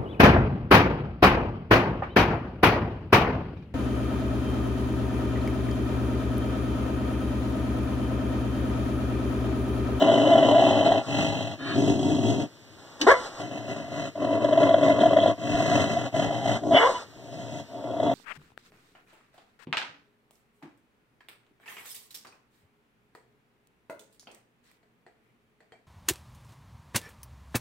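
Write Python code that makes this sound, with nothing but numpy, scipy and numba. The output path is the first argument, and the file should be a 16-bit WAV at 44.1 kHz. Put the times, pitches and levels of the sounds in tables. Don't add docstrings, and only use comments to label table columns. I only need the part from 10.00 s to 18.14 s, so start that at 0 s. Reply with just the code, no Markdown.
import sys
import numpy as np
from scipy import signal
from scipy.fft import rfft, irfft, next_fast_len
from scipy.io import wavfile
from scipy.ndimage import uniform_filter1d
from numba import njit

SR = 44100
rng = np.random.default_rng(int(sys.argv[2]) if len(sys.argv) > 2 else 0)


def pcm_store(signal):
    levels = np.round(np.clip(np.atleast_2d(signal), -1, 1) * 32767)
    wavfile.write(sys.argv[1], SR, levels.astype(np.int16).T)


N = 358974
TIME = np.arange(N) / SR

# crest t/s, relative level/dB, 1/e half length/s, ring f/Hz
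HARD_FLAPS = [(0.024, -9.5, 0.004, 655), (0.087, -13, 0.013, 660), (0.102, -10, 0.0061, 618),
              (0.141, -11.5, 0.0039, 618), (0.2, -15.5, 0.0055, 630), (0.275, -10, 0.0066, 585),
              (0.32, -11.0, 0.009, 678), (0.335, -10, 0.0058, 655), (0.358, -5.5, 0.0039, 658),
              (0.381, -8, 0.0019, 655), (0.39, -11.5, 0.003, 655), (0.431, -8.5, 0.0052, 610),
              (0.45, -11, 0.0036, 610), (0.536, -11.5, 0.013, 612), (0.565, -10.5, 0.013, 668),
              (0.584, -7, 0.0041, 660), (0.596, -7.5, 0.0021, 655), (0.625, -7.0, 0.0031, 692),
              (0.652, -13, 0.004, 645), (0.71, -13, 0.0032, 645), (0.792, -12, 0.0035, 630),
              (0.892, -12.5, 0.0072, 657), (0.922, -8.5, 0.0042, 715), (0.978, -15.5, 0.0034, 647),
              (4.159, -25.5, 0.005, 630), (4.331, -15, 0.0033, 607), (4.449, -10.5, 0.0055, 600),
              (4.532, -8.5, 0.0079, 618), (4.579, -7.5, 0.0045, 658), (4.633, -10.5, 0.0099, 609),
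              (4.694, -11.0, 0.0037, 636), (4.712, -10.5, 0.0061, 655), (4.745, -3, 0.0033, 637),
              (4.785, -13.5, 0.0034, 597), (4.833, -10, 0.0054, 606), (4.884, -9.5, 0.0043, 628),
              (4.9, -12, 0.011, 650), (4.922, -11, 0.0066, 602), (5.012, -14, 0.004, 616),
              (5.037, -7, 0.0052, 680), (5.06, -9, 0.0058, 682), (5.134, -9.5, 0.0027, 655),
              (5.171, -5, 0.0062, 617), (5.188, -7, 0.0025, 640), (5.237, -11.5, 0.0078, 633),
              (5.262, -6, 0.0025, 650), (5.555, -19.5, 0.008, 692), (5.606, -13.5, 0.0044, 680),
              (5.717, -16.0, 0.0038, 673), (5.733, -17, 0.011, 706), (5.779, -13.5, 0.0031, 662),
              (5.973, -15.5, 0.0068, 692), (6.147, -17, 0.0055, 647), (6.198, -13.5, 0.0049, 643),
              (6.31, -18, 0.0045, 658), (6.46, -15, 0.0035, 692), (6.495, -12.5, 0.0032, 667),
              (6.638, -23, 0.0042, 666), (6.713, -13, 0.004, 668), (6.725, -11, 0.0066, 677),
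              (6.751, -6.5, 0.0061, 607), (6.77, -6.5, 0.0054, 705), (8.003, -13.5, 0.0032, 638),
              (8.099, -14, 0.0051, 680)]
# f/Hz, width/Hz, relative level/dB
CHEEK_MODES = [(1214, 510, -4.5), (2034, 63, 4)]
# f/Hz, width/Hz, relative level/dB
SPIT_MODES = [(3210, 200, -2), (3630, 450, -9)]
VOICE_TAIL_S = 0.03


def from_db(db):
    return 10 ** (np.asarray(db) / 20)


def rms_one(x):
    return x / np.sqrt(np.mean(x ** 2) + 1e-20)


def at_hz(points, hz):
    points = np.array(points)
    return np.interp(np.log(hz + 1e-3), np.log(points[:, 0]), points[:, 1])


def noise(spectrum):
    size = next_fast_len(N)
    hz = np.fft.rfftfreq(size, 1 / SR)
    white = rfft(rng.standard_normal(size))
    return rms_one(irfft(white * from_db(at_hz(spectrum, hz)), size)[:N])


def drift(rate):
    step = 40
    r = np.exp(-2 * step * np.pi * rate / SR)
    settling = 2000
    chance = rng.standard_normal(N // step + settling + 2)
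    slow = signal.lfilter([1], [1, -2 * r, r * r], chance)[settling:]
    return np.interp(np.arange(N) / step, np.arange(len(slow)), rms_one(slow))


def pulses(hz, jitter, shimmer_db, anchors_s=None):
    cycles = np.cumsum(hz * np.exp(jitter * drift(np.mean(hz) / 2))) / SR
    if anchors_s is not None:
        anchor_phase = 2 * np.pi * np.interp(anchors_s, TIME, cycles)
        offsets = np.unwrap(anchor_phase) / (2 * np.pi)
        cycles = np.maximum.accumulate(cycles - np.interp(TIME, anchors_s, offsets))
    clicks = np.diff(np.floor(cycles), prepend=np.floor(cycles[0]))
    return clicks * from_db(shimmer_db * np.clip(rng.standard_normal(N), -2, 2))


def fade(clicks, decay_s):
    return signal.lfilter([1], [1, -np.exp(-1 / (decay_s * SR))], clicks + 1e-18)


@njit
def ring(x, pull, r):
    y = np.zeros(len(x))
    for i in range(2, len(x)):
        push = (x[i] - x[i - 2]) * (1 - r * r) / 2
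        y[i] = push + pull[i] * y[i - 1] - r * r * y[i - 2] + 1e-18
    return y


def resonate(x, modes):
    out = 0
    for k, (hz, width, db) in enumerate(modes):
        r = np.exp(-np.pi * width / SR)
        pull = np.zeros(N) + 2 * r * np.cos(2 * np.pi * hz / SR)
        out = out + (-1) ** k * from_db(db) * ring(x, pull, r)
    return out


def cut(x, hz, kind, order=2):
    return signal.sosfilt(signal.butter(order, hz, kind, fs=SR, output="sos"), x)


def even(x, size):
    power = uniform_filter1d(uniform_filter1d(x ** 2, size), size // 2)
    return x / np.sqrt(np.abs(power) + 1e-12)


def flap_drive(flaps, puff_s, leak):
    return rms_one(rms_one(fade(fade(flaps, puff_s), puff_s)) + leak)


def strokes():
    # start t/s, crest t/s, end t/s, swell/dB, sag/dB, nominal flap rate/Hz,
    # then relative level/dB at the crest of throat, pharynx, chest, rasp and air
    stroke_table = [(0, 0.56, 1.048, 0, 1, 54, -19, -27, -33.5, -30.5, -45.5),
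                    (1.05, 1.172, 1.594, 7, 13.5, 47, -24.5, -31, -28.5, -27.5, -39),
                    (1.57, 1.785, 2.488, 16, 1, 55, -29, -25, -29, -38, -43.5),
                    (3.365, 4.035, 4.11, 5, -14.5, 54, -31.5, -38.5, -39, -39, -48.5),
                    (4.15, 4.59, 5.365, 6.5, 0, 44, -20.5, -29, -35.5, -36, -49),
                    (5.36, 5.637, 6.124, 8.5, 6.5, 52, -23, -30, -29.5, -29.5, -39),
                    (6.117, 6.158, 6.625, 4.5, 3, 54, -24.5, -34, -31.5, -33, -43),
                    (6.603, 6.742, 6.84, 10.5, 22, 60, -20.5, -22.5, -30.5, -45, -43.5),
                    (7.09, 7.414, 7.665, 18, 0.5, 68, -37, -45, -42.5, -48.5, -53),
                    (7.674, 8.053, 8.65, 13.5, 8, 63, -25, -34.5, -39.5, -44, -56.5)]
    follows = (1.02, 1.19, 1.09, 1.3, 1.27)
    # t/s, depth/dB, 1/e half length/s
    slack_table = [(0.48, 2.5, 0.021), (0.834, 3.5, 0.027), (3.857, 3.5, 0.11), (4.952, 1.5, 0.03),
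                   (5.854, 0.5, 0.03), (6.398, 1.5, 0.034)]
    attack_s, release_s = 0.053, 0.065
    pharynx_fade_db = 5.5
    gains, flap_hz = np.zeros((5, N)), np.zeros(N)
    slack_db = 1.74 * drift(8.3)
    for s, db, half_s in slack_table:
        slack_db = slack_db + db * np.exp(-np.minimum(((TIME - s) / half_s) ** 2, 20))
    for start, crest, end, swell_db, sag_db, rate, *levels_db in stroke_table:
        span = (TIME >= start) & (TIME < end)
        t = TIME[span]
        push_db = np.interp(t, [start, crest, end], [-swell_db, 0, -sag_db]) - slack_db[span]
        rise = np.minimum((t - start) / attack_s, 1) if start > attack_s else 1
        gate = rise * np.minimum((end - t) / release_s, 1) ** 2
        parts_db = np.array(levels_db)[:, None] + np.outer(follows, push_db)
        parts_db[1] -= pharynx_fade_db * ((t - start) / (end - start) - .5)
        gains[:, span] += gate * from_db(parts_db)
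        flap_hz[TIME >= start] = rate
    return gains, flap_hz


def tract():
    # f/Hz, width/Hz, relative level/dB
    throat_modes = [(428, 70, -12), (589.3, 84.5, 0)]
    # f/Hz, width/Hz, relative level/dB
    throat_top = (1466, 350, -27)
    # f/Hz, width/Hz, relative level/dB
    muzzle_modes = [(2552, 156, -1.5), (2660, 160, 4)]
    # f/Hz, width/Hz, relative level/dB
    teeth_mode = (4035, 240, -4)
    # t/s, throat f/Hz, tongue f/Hz, tongue level/dB, mouth f/Hz,
    # cheek level offset/dB, lip f/Hz, lip level/dB
    shape_table = [(0.3, 675, 810, -7.5, 992, 0.5, 3017, 9.5), (1.3, 669, 798, -1.5, 976, -6, 3174, 0.5),
                   (2.1, 719, 827, -15, 914, -6.5, 3250, 4), (3.8, 714, 780, -26, 970, 0.5, 3070, -1.5),
                   (4.6, 653, 752, -7, 1002, 2.5, 3115, 2.5), (5.22, 684, 753, -10.5, 990, 1.5, 3210, 5),
                   (5.7, 708, 780, -12, 970, 1.5, 3120, -0.5), (6.4, 708, 796, -1, 973, 3.5, 3120, 6.5),
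                   (7.4, 703, 764, -9, 920, -4, 3200, 1), (8.0, 704, 747, -10, 892, 1, 3350, 8)]
    times, *columns = np.transpose(shape_table)
    curves = (np.interp(TIME, times, column) for column in columns)
    throat_hz, tongue_hz, tongue_db, mouth_hz, cheeks_db, lips_hz, lips_db = curves
    # centre Hz, width Hz, level dB
    moving = [(throat_hz, 63, 2), (tongue_hz, 39.5, tongue_db), (mouth_hz, 91, -10.5)]
    cheeks = [(hz, width, db + cheeks_db) for hz, width, db in CHEEK_MODES]
    return throat_modes + moving + [throat_top], cheeks + muzzle_modes + [(lips_hz, 122, lips_db), teeth_mode]


def throb_share(depth=0.6, hold_s=0.009):
    times = np.array(HARD_FLAPS)[:, 0]
    nearest = times[np.searchsorted((times[1:] + times[:-1]) / 2, TIME)]
    return np.clip(depth, 0, 1) * np.exp(-((TIME - nearest) / hold_s) ** 2)


def growl(throat_db=-2, pharynx_db=0, chest_db=2, rasp_db=-0.92, air_db=0, rumble_db=-27.5,
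          fold_share=0.78, flap_share=0.42, turbulence=0.64, twang=0.036, rattle=.15):
    # f/Hz, width/Hz, relative level/dB
    pharynx_modes = [(282.4, 41.5, -1), (330, 56, -0.5), (371, 43.3, -2), (441, 35, -13)]
    # f/Hz, width/Hz, relative level/dB
    chest_modes = [(110.3, 38.4, -2), (132.7, 35, 2), (156.4, 27.5, 0), (214, 38, -3.5)]
    # f/Hz, relative density level/dB
    air_spectrum = [(500, -20), (1500, -20), (3800, 6), (5000, 3.5), (6500, 7.5), (7950, 1.5),
                    (8400, -12.5), (11000, -10.5), (13000, -17), (16000, -23)]
    # f/Hz, relative density level/dB
    rumble_spectrum = [(20, -16.5), (60, -5.5), (100, -11), (200, -38.5), (1000, -96)]
    (throat, pharynx, chest, rasp, air), flap_hz = strokes()
    throat_modes, muzzle_modes = tract()
    flap_lead_s = 0.004
    anchors_s = np.array(HARD_FLAPS)[:, 0] - flap_lead_s
    flaps = pulses(flap_hz, jitter=.13, shimmer_db=3.0, anchors_s=anchors_s)
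    puffs = flap_drive(flaps, puff_s=0.0045, leak=1.0)
    folds = rms_one(pulses(np.full(N, 118.), jitter=.28, shimmer_db=2.0))
    drive = rms_one(flaps) + fold_share * folds + turbulence * puffs * rng.standard_normal(N)

    voice = resonate(drive, throat_modes) * puffs ** rattle
    voice = cut(cut(voice, 390, "high", order=3), 1270, "low", order=3)
    hollow = cut(cut(resonate(drive, pharynx_modes), 170, "high"), 486, "low", order=4)
    hum = resonate(folds + flap_share * drive, chest_modes)
    hum = cut(cut(hum, 89, "high", order=4), 238, "low", order=4)
    rumble = from_db(rumble_db + 7.5 * drift(7.4)) * noise(rumble_spectrum)
    teeth = resonate(puffs * rng.standard_normal(N) + twang * drive, muzzle_modes)
    teeth = cut(cut(teeth, 3870, "low", order=4), 1050, "high")
    hiss = rms_one(1 + 1.7 * puffs) * noise(air_spectrum)

    out = from_db(throat_db) * throat * even(voice, size=2200) * (1 - throb_share())
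    out += from_db(pharynx_db) * pharynx * even(hollow, size=2400)
    out += chest * (from_db(chest_db) * even(hum, size=2600) + rumble)
    out += from_db(rasp_db) * rasp * even(teeth, size=2400)
    return out + from_db(air_db) * air * hiss


def throbs(level_db=-0.84, spit_db=-23, overtone_hz=990, overtone_db=-21):
    out = np.zeros(N)
    spit = resonate(rng.standard_normal(N), CHEEK_MODES + SPIT_MODES)
    spit = rms_one(cut(spit, 4800, "low", order=5))
    for s, db, length_s, ring_hz in HARD_FLAPS:
        crest, reach = int(s * SR), SR // 20
        span = slice(max(crest - reach, 0), crest + reach)
        age = TIME[span] - s
        tone = np.sin(2 * np.pi * ring_hz * age)
        tone += from_db(overtone_db) * np.sin(2 * np.pi * overtone_hz * age)
        swell = from_db(db + level_db) * np.exp(-(age / length_s) ** 2)
        out[span] += swell * (tone + from_db(spit_db) * spit[span])
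    return out


def envelope(start_s, hold_s, attack_s, release_s):
    age = TIME - start_s
    return np.clip(age / attack_s, 0, 1) * np.exp(-np.clip((age - hold_s) / release_s, 0, 20))


def huffs():
    # start t/s, hold/s, level/dB
    huff_table = [(1.01, 0.088, -42), (2.761, 0.26, -52), (2.991, 0.061, -36), (3.06, 0.06, -26.5),
                  (3.15, 0.12, -38), (6.545, 0.016, -34.5), (6.77, 0.14, -32.5), (6.901, .12, -39.5)]
    # start t/s, hold/s, level/dB
    intake = (3.1, 0.32, -39)
    # f/Hz, relative density level/dB
    huff_spectrum = [(80, -17), (300, -10), (620, -4.5), (820, -5), (1300, -7.5), (2300, -18), (4000, -16),
                     (7900, -22.5), (8700, -32), (16000, -50.5)]
    attack_s, release_s = 0.026, 0.019
    gain = sum(from_db(db) * envelope(s, hold, attack_s, release_s) for s, hold, db in huff_table)
    start, hold, db = intake
    gain += from_db(db) * envelope(start, hold, hold, release_s) ** 2
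    return gain * noise(huff_spectrum)


def snarl(whine_hz=623, whine_db=-38, whine_wobble=.009):
    # start t/s, hold/s, level/dB of its air
    snarl_event = (1.568, 0.15, -33.5)
    # f/Hz, width/Hz, relative level/dB
    nose_modes = [(1730, 270, 3), (1040, 270, -2.5), (2400, 290, 0), (4200, 130, -7)]
    # multiple/1, relative level/dB
    whine_partials = [(1, -2.5), (2, 1), (4, -3), (5, 2.5), (6, 1), (7, -1)]
    start, hold, db = snarl_event
    hiss = rms_one(cut(resonate(rng.standard_normal(N), nose_modes), 8500, "low", order=4))
    phase = 2 * np.pi * np.cumsum(whine_hz * (1 + whine_wobble * drift(18.8))) / SR
    whine = rms_one(sum(from_db(part_db) * np.sin(round(k) * phase) for k, part_db in whine_partials))
    air = from_db(db) * envelope(start, hold, attack_s=0.15, release_s=0.052) * hiss
    whine_gain = from_db(whine_db) * envelope(start, hold_s=0.18, attack_s=0.14, release_s=0.018)
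    return air + whine_gain * whine


def glide(start_s, hold_s, first_hz, top_hz, sag_hz_per_s=1800):
    age = TIME - start_s
    climb = first_hz + (top_hz - first_hz) * np.sin(np.pi / 2 * np.clip(age / hold_s, 0, 1))
    return climb - sag_hz_per_s * np.clip(age - hold_s, 0, VOICE_TAIL_S)


def grunt():
    # start t/s, hold/s, level/dB, first f/Hz, top f/Hz
    grunt_event = (3.002, .034, -27, 230, 295)
    start, hold, db, first_hz, top_hz = grunt_event
    pitch = glide(start, hold, first_hz, top_hz) * (1 + 0.14 * drift(120))
    tone = np.sqrt(2) * np.sin(2 * np.pi * np.cumsum(pitch) / SR)
    return from_db(db) * envelope(start, hold, attack_s=0.025, release_s=0.015) * tone


def snaps():
    # t/s, level/dB, decay/s
    snap_table = [(3.014, -17, 0.007), (3.071, -34, 0.025), (4.444, -35, 0.0027)]
    # f/Hz, relative density level/dB
    snap_spectrum = [(200, -24), (1500, -2.5), (3000, 3.5), (6000, -0.5), (8000, -14.5), (10000, -37),
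                     (16000, -33)]
    gain = sum(from_db(db) * fade(np.arange(N) == int(s * SR), decay) for s, db, decay in snap_table)
    return gain * noise(snap_spectrum)


def barks(upper_db=-4, level_db=-2.0, middle_db=-2, low_db=-3, fundamental_db=-11,
          jaw_s=0.038, jaw_shut_db=-10, release_s=0.0073):
    # start t/s, attack/s, hold/s, relative level/dB, first f/Hz, top f/Hz,
    # hoarseness/(noise per pulse), depth/dB, brightness/dB, bared teeth/dB, tail/dB
    bark_table = [(3.066, 0.004, .055, -13, 330, 554.2, .55, 4, 4, -16.5, -6),
                  (6.714, 0.066, .072, -21.5, 319.4, 401.2, 1.5, 4.5, 1, 6.5, -14.5),
                  (6.79, 0.016, .04, -19.5, 411, 466.7, 1.8, -1.5, 0.5, -6, -15),
                  (6.83, 0.0053, .045, -15, 463.5, 515.7, .9, -3, -23, -13.5, -13.5),
                  (6.889, 0.0036, .012, -24, 531, 512, 1.7, 3.5, -12, -21, -12.5),
                  (6.937, 0.014, 0.028, -27.5, 457, 498.5, 0.46, -15, -24, -7, -13)]
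    # f/Hz, width/Hz, relative level/dB
    low_modes = [(453, 127, -3.5), (655, 100, 0)]
    middle_modes = [(1013, 105, 0)]
    upper_modes = [(1230, 260, -1), (2100, 180, -2), (2370, 260, -15)]
    # f/Hz, width/Hz, relative level/dB
    bite_modes = [(2144, 55, 6.5), (2855, 270, 3), (2874, 290, 6.5), (3380, 280, -5.5)]
    pitch, hoarse = np.full(N, bark_table[0][4], float), np.zeros(N)
    loud, deep, bright, bared = np.zeros((4, N))
    for (start, attack, hold, db, first_hz, top_hz, hoarseness,
         depth_db, bright_db, teeth_db, tail_db) in bark_table:
        pitch = np.where(TIME >= start, glide(start, hold, first_hz, top_hz), pitch)
        hoarse[TIME >= start] = hoarseness
        push = envelope(start, hold, attack, release_s)
        tail = from_db(tail_db) * envelope(start, hold, attack, VOICE_TAIL_S)
        gain = from_db(db) * np.maximum(push, tail)
        jaw_db = jaw_shut_db * np.clip(1 - (TIME - start) / jaw_s, 0, 1)
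        loud = loud + gain
        deep = deep + gain * from_db(depth_db)
        bright = bright + gain * from_db(bright_db + jaw_db)
        bared = bared + gain * from_db(teeth_db + jaw_db)
    beats = pulses(pitch, jitter=.045 * hoarse, shimmer_db=2)
    drive = rms_one(beats) + hoarse * rms_one(fade(beats, 0.0048) * rng.standard_normal(N))
    low = even(cut(cut(resonate(drive, low_modes), 322, "high", order=4), 900, "low"), size=400)
    middle = even(cut(cut(resonate(drive, middle_modes), 700, "high"), 1500, "low"), size=400)
    edge = even(cut(cut(resonate(drive, upper_modes), 820, "high"), 3300, "low", order=4), size=400)
    bite = even(cut(cut(resonate(drive, bite_modes), 1500, "high"), 3900, "low"), size=400)
    wavering = pitch * (1 + 0.038 * drift(147))
    fundamental = np.sqrt(2) * np.sin(2 * np.pi * np.cumsum(wavering) / SR)
    body = deep * (from_db(low_db) * low + from_db(fundamental_db) * fundamental)
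    body += from_db(middle_db) * loud * middle
    return from_db(level_db) * (body + from_db(upper_db) * bright * edge + bared * bite)


def spits():
    # t/s, level/dB, 1/e half length/s
    spit_table = [(4.657, -39, .003), (4.693, -32, 0.0035), (4.742, -34, .005), (5.006, -28.5, 0.0023),
                  (5.096, -30, 0.0016), (5.204, -25, 0.0023), (5.229, -32.5, 0.0053), (5.238, -34, 0.0014),
                  (5.257, -40, 0.0027), (5.278, -32.5, 0.0026)]
    bursts = sum(from_db(db) * np.exp(-np.minimum(((TIME - s) / half_s) ** 2, 20))
                 for s, db, half_s in spit_table)
    crackle = cut(cut(resonate(rng.standard_normal(N), SPIT_MODES), 2600, "high"), 4300, "low")
    return bursts * even(crackle, size=200)


def patio(x, echo_db, first_echo_s=0.00267, wall_hz=7000, t60_s=0.11, mirror_s=.0071, mirror_db=-14.5):
    age = TIME[:SR // 2]
    echoes = cut(rng.standard_normal(len(age)), wall_hz, "low", order=1)
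    echoes *= from_db(-60 * age / t60_s) * (age > first_echo_s)
    echoes *= from_db(echo_db) * np.sqrt(2 * wall_hz / SR / np.sum(echoes ** 2))
    echoes[int(mirror_s * SR)] += from_db(mirror_db)
    return (x + signal.fftconvolve(x, echoes)[:N]) / np.hypot(1, from_db(echo_db))


def scene():
    # f/Hz, relative density level/dB
    yard_spectrum = [(25, -33.5), (55, -22), (100, -1), (180, -7.5), (320, -3), (800, -13), (2000, -15.5),
                     (4000, -16.5), (7900, -24.5), (8700, -38.5), (16000, -43)]
    # f/Hz, phase/rad
    port_phase = [(100, -1.4), (240, -0.48), (490, -1.14), (620, 0.18), (770, 0.65), (900, 0.07), (1200, 0),
                  (1600, 0.9), (1900, 1.4747), (2350, 3), (2800, 4.5), (3600, 7.5), (4100, 8), (4700, 9),
                  (5700, 13.5), (6400, 14.1), (6920, 16), (7450, 18), (8300, 18), (9950, 22.5), (15600, 37)]
    # f/Hz, left-right level/dB
    port_balance = [(40, -2), (90, 9.5), (180, -0.5), (420, 4), (650, 2), (1000, -0.5)]
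    dog = growl() + throbs() + huffs() + snarl() + grunt() + snaps() + barks() + spits()
    size = next_fast_len(N + SR // 10)
    hz = np.fft.rfftfreq(size, 1 / SR)
    yard = from_db(-52 - 0.5 * drift(4.9))
    mid, side = (rfft(patio(dog, echo_db) + yard * noise(yard_spectrum), size) for echo_db in (-6.5, -2.5))
    turn = np.interp(hz, *np.transpose(port_phase))
    turn = turn - 0.59 * np.minimum(hz / 1550, 1) * np.sin(2 * turn)
    sign = np.array([[1], [-1]])
    pair = mid * np.cos(turn / 2) + 1j * sign * side * np.sin(turn / 2)
    return irfft(pair * from_db(sign * at_hz(port_balance, hz) / 2), size)[:, :N]


def record(dry):
    hiss_db, ceiling, stop_hz = -69, 1.3, 16485
    live = dry + from_db(hiss_db) * rng.standard_normal(dry.shape)
    rounded = ceiling * np.tanh(live / ceiling)
    return signal.sosfilt(signal.cheby2(14, 70, stop_hz, fs=SR, output="sos"), rounded)


dry = scene()
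out = record(dry)
pcm_store(out)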